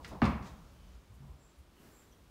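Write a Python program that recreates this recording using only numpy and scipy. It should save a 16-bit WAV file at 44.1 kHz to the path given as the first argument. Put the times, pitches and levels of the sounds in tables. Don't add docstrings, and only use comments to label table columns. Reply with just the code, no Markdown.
import sys
import numpy as np
from scipy import signal
from scipy.fft import rfft, irfft, next_fast_len
from scipy.io import wavfile
from scipy.ndimage import map_coordinates

SR = 44100
rng = np.random.default_rng(int(sys.argv[2]) if len(sys.argv) > 2 else 0)


def materialize(psi):
    bounded = np.clip(np.atleast_2d(psi).T, -1, 1)
    quanta = np.round(bounded * 32767).astype(np.int16)
    wavfile.write(sys.argv[1], SR, quanta)


N = 101429

# (t/s, level/dB)
RUMBLE_ENVELOPE = [(0, -51.5), (.2, -53), (.6, -54.5), (.87, -55.5), (1.05, -63), (1.299, -54),
                   (1.419, -65), (1.62, -62), (1.75, -63.5), (2.02, -68), (2.15, -64), (2.3, -62.5)]
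# (f/Hz, relative density/dB)
RUMBLE_SPECTRUM = [(20, -35), (40, -1.5), (65, 3), (110, -13), (190, -9), (300, -26), (800, -48.5)]
AIR_SPECTRUM = [(59, -11), (100, -6), (378, -6), (487, -11.5), (552, -10), (774, -14), (1210, -13.5),
                (1760, -19), (3050, -20.5), (4860, -24), (5280, -24.5), (15500, -33.5)]
# (peak t/s, level/dB, rise/s, fall/s)
SCUFF_STROKES = [(0, -52, .02, 0.04), (.13, -45, 0.02, 0.061), (.5, -60.5, 0.021, 0.13),
                 (.8, -75.5, 0.18, .1), (1.125, -68.5, 0.0077, .04), (1.23, -64.5, 0.012, 0.15),
                 (1.31, -76.5, 0.064, 0.12)]
RUSTLE_STROKES = [(.086, -56.5, 0.055, 0.04), (.262, -58.5, .025, 0.063), (.475, -55.5, 0.036, 0.02),
                  (.66, -70, 0.16, 0.45), (.955, -76, 0.11, 0.016), (1.52, -79, 0.047, 0.048)]
BRUSH_STROKES = [(1.86, -60.5, 0.095, 0.27), (2.03, -81, 0.21, 0.12)]
# (f/Hz, relative density/dB)
SCUFF_SPECTRUM = [(80, 3), (200, 5.5), (400, -2), (650, 0), (1050, 1.5), (1600, -20), (3000, -34),
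                  (8000, -62)]
RUSTLE_SPECTRUM = [(500, 0), (2000, -9), (4000, -10.5), (6500, -12), (10000, -26), (15000, -28)]
BRUSH_SPECTRUM = [(60, -1), (300, 2.5), (600, -7), (1500, -11), (3000, -19.5), (5500, -20.5), (9000, -21.5),
                  (10500, -24), (12500, -19), (15500, -24)]
# (t/s, level/dB, T60/s)
TICK_CONTACTS = [(0.0464, -43, 0.065), (.2435, -34.5, 0.01), (0.2526, -36.5, 0.076), (.426, -54.5, 0.051)]
# (f/Hz, relative density/dB)
TICK_SPECTRUM = [(300, -28), (1000, 7.5), (2000, 10), (3200, 2.5), (4600, 2), (7000, -8.5), (10000, -17),
                 (15000, -37)]
# (peak t/s, level/dB, rise/s, fall/s)
FIZZ_BURSTS = [(.087, -62.5, 0.012, 0.013), (.305, -72, 0.04, .012), (1.155, -73, 0.02, .016),
               (1.595, -73, 0.017, 0.012)]
# (f/Hz, relative density/dB)
FIZZ_SPECTRUM = [(2000, -12), (6000, -3), (9000, 2), (12500, -2), (15500, -6)]
# (f/Hz, relative level/dB)
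FLEX_SPECTRUM = [(50, -30), (100, -27), (160, 9), (220, 16.5), (310, 9), (500, -24), (770, 7.5),
                 (930, -2.5), (1090, -5), (1280, -37), (1550, 3.5), (1880, -10), (2400, -15), (3500, -34),
                 (4400, -17.5), (5500, -47), (15000, -53)]
# (f/Hz, level/dB, T60/s, attack/s)
DOOR_MODES = [(63.5, -26.5, 0.47, 0.019), (77.05, -35.5, 0.67, 0.026), (129.7, -28, 0.39, 0.0072),
              (173.6, -36, 0.86, 0.048), (225.7, -22, 0.31, 0.0068), (252.4, -35, 0.34, 0.013),
              (340, -50, 0.53, 0.0031), (371, -41, 0.45, 0.0033), (559.2, -33.5, 0.18, 0.0017),
              (693, -33.5, 0.25, 0.0015), (770, -40.5, 0.36, 0.0011), (1051, -40, 0.55, 0.0039),
              (1153, -29.5, 0.15, 0.0017), (1217, -37, 0.31, 0.0017), (1317, -42, 0.19, 0.0027),
              (2136, -48.5, .35, 0.0016), (2807, -46.5, 0.23, 0.0011)]
# (f/Hz, relative density/dB)
BOOM_SPECTRUM = [(30, -20), (70, -1), (130, -8.5), (220, 3), (310, -10), (500, -14.5), (750, -13.5),
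                 (1150, -12.5), (1600, -20.5), (2500, -21), (3500, -33), (4600, -34.5), (7000, -50),
                 (10500, -58), (15000, -58)]
# (f/Hz, T60/s)
STALL_T60 = [(60, 1.17), (160, 0.68), (420, 0.53), (1100, 0.74), (2900, 0.46), (7700, 0.36), (15000, 1)]
# (t/s, duration/s, level/dB, start f/Hz, end f/Hz)
BIRD_CALLS = [(0.739, 0.15, -75, 3170, 3005), (1.372, 0.15, -71.5, 7450, 7530),
              (1.76, 0.0402, -71, 3280, 2510), (1.899, 0.162, -68, 7400, 7420),
              (2.109, .03, -70, 6180, 5950), (2.118, 0.0263, -71.5, 3100, 3450)]
# (t/s, level/dB, f/Hz, T60/s)
TREAD_MODES = [(0.934, -43.5, 55.6, 0.32), (1.098, -43, 101, 0.14), (1.195, -44, 138.2, 0.53),
               (1.298, -37, 74, 0.11), (1.584, -45.5, 60, 0.17)]

KICK_S = 0.2182
TOP_HZ = 15750


def amp(db):
    return 10 ** (np.asarray(db) / 20)


def unit_rms(x):
    return x / np.sqrt(np.mean(x ** 2) + 1e-20)


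def along(points, hz):
    f, values = np.transpose(points)
    return np.interp(np.log(hz + 1), np.log(f + 1), values)


def clock():
    return np.arange(N) / SR


def since(s):
    return np.maximum(clock() - s, 0)


def wobble(knots_per_s):
    return map_coordinates(rng.standard_normal(N // 8), [clock() * knots_per_s], mode="wrap")


def filtered(x, response):
    size = next_fast_len(N + SR // 2)
    return irfft(rfft(x, size) * response(np.fft.rfftfreq(size, 1 / SR)), size)[:N]


def noise(spectrum):
    return unit_rms(filtered(rng.standard_normal(N), lambda hz: amp(along(spectrum, hz))))


def decay(t, t60):
    return np.exp(-np.log(1000) * t / t60)


def mode(s, db, hz, t60, attack):
    t = since(s)
    return amp(db) * np.sin(2 * np.pi * hz * t) * decay(t, t60) * (1 - np.exp(-t / attack))


def diffuse_field(x, build_cycles=1):
    hz, t, bands = signal.stft(x, SR, nperseg=512)
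    growth = 1 - np.exp(-t * hz[:, None] / build_cycles)
    damping = decay(t, along(STALL_T60, hz)[:, None])
    return signal.istft(bands * growth * damping, SR, nperseg=512)[1][:N]


def in_stall(x, room_db):
    tail = diffuse_field(rng.standard_normal(N))
    return x + amp(room_db) * signal.fftconvolve(x, tail / np.linalg.norm(tail))[:N]


def grainy_bursts(bursts, spectrum, grain_db=1):
    envelope = sum(amp(db) * np.exp(-(np.minimum(clock() - s, 0) / rise) ** 2 - since(s) / fall)
                   for s, db, rise, fall in bursts)
    return envelope * unit_rms(noise(spectrum) * amp(grain_db * wobble(knots_per_s=500)))


def outdoors():
    rumble_db = np.interp(clock(), *np.transpose(RUMBLE_ENVELOPE))
    return amp(rumble_db) * noise(RUMBLE_SPECTRUM) + amp(-66.5) * noise(AIR_SPECTRUM)


def hoof_scuffs():
    return grainy_bursts(SCUFF_STROKES, SCUFF_SPECTRUM)


def straw():
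    return in_stall(grainy_bursts(RUSTLE_STROKES, RUSTLE_SPECTRUM), room_db=0)


def grit_and_bolt():
    envelope = sum(amp(db) * (clock() > s) * decay(since(s), t60) for s, db, t60 in TICK_CONTACTS)
    return in_stall(envelope * noise(TICK_SPECTRUM), room_db=-5)


def fizz():
    return grainy_bursts(FIZZ_BURSTS, FIZZ_SPECTRUM)


def board_crack(delay_cycles=2.3, contact_s=0.0003, energy_db=3):
    def bending(hz):
        return amp(along(FLEX_SPECTRUM, hz)) * np.exp(-2j * np.pi * delay_cycles * np.log(hz + 1))

    blow = np.zeros(N)
    blow[round(KICK_S * SR)] = 1
    force_ramp = np.minimum(since(KICK_S) / contact_s, 1)
    flex = filtered(blow, bending) * force_ramp
    return amp(energy_db) * flex / np.linalg.norm(flex)


def door_ring():
    return sum(mode(KICK_S, db, hz, t60, attack) for hz, db, t60, attack in DOOR_MODES)


def stall_boom():
    boom = diffuse_field(noise(BOOM_SPECTRUM))
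    return amp(-27) * np.pad(boom, (round(KICK_S * SR), 0))[:N]


def birds(warble_depth=0.0282):
    song = np.zeros(N)
    for s, duration, db, start_hz, end_hz in BIRD_CALLS:
        progress = np.clip(since(s) / duration, 0, 1)
        glide_hz = start_hz + (end_hz - start_hz) * progress
        hz = glide_hz * (1 + warble_depth * wobble(knots_per_s=600))
        song += amp(db) * np.sin(np.pi * progress) * np.sin(2 * np.pi * np.cumsum(hz) / SR)
    return in_stall(song, room_db=1.5)


def hoof_treads(attack_s=0.0095, overtone_ratio=1.7, overtone_db=-14):
    return sum(mode(s, db, hz, t60, attack_s)
               + mode(s, db + overtone_db, hz * overtone_ratio, t60, attack_s)
               for s, db, hz, t60 in TREAD_MODES)


def brushing():
    return grainy_bursts(BRUSH_STROKES, BRUSH_SPECTRUM)


def scene():
    shifting = hoof_scuffs() + straw() + grit_and_bolt()
    kick = board_crack() + door_ring() + stall_boom()
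    return (outdoors() + shifting + fizz() + kick + birds() + hoof_treads() + brushing())[None]


def record(dry):
    return filtered(dry[0], lambda hz: hz < TOP_HZ)[None]


dry = scene()
out = record(dry)
materialize(out)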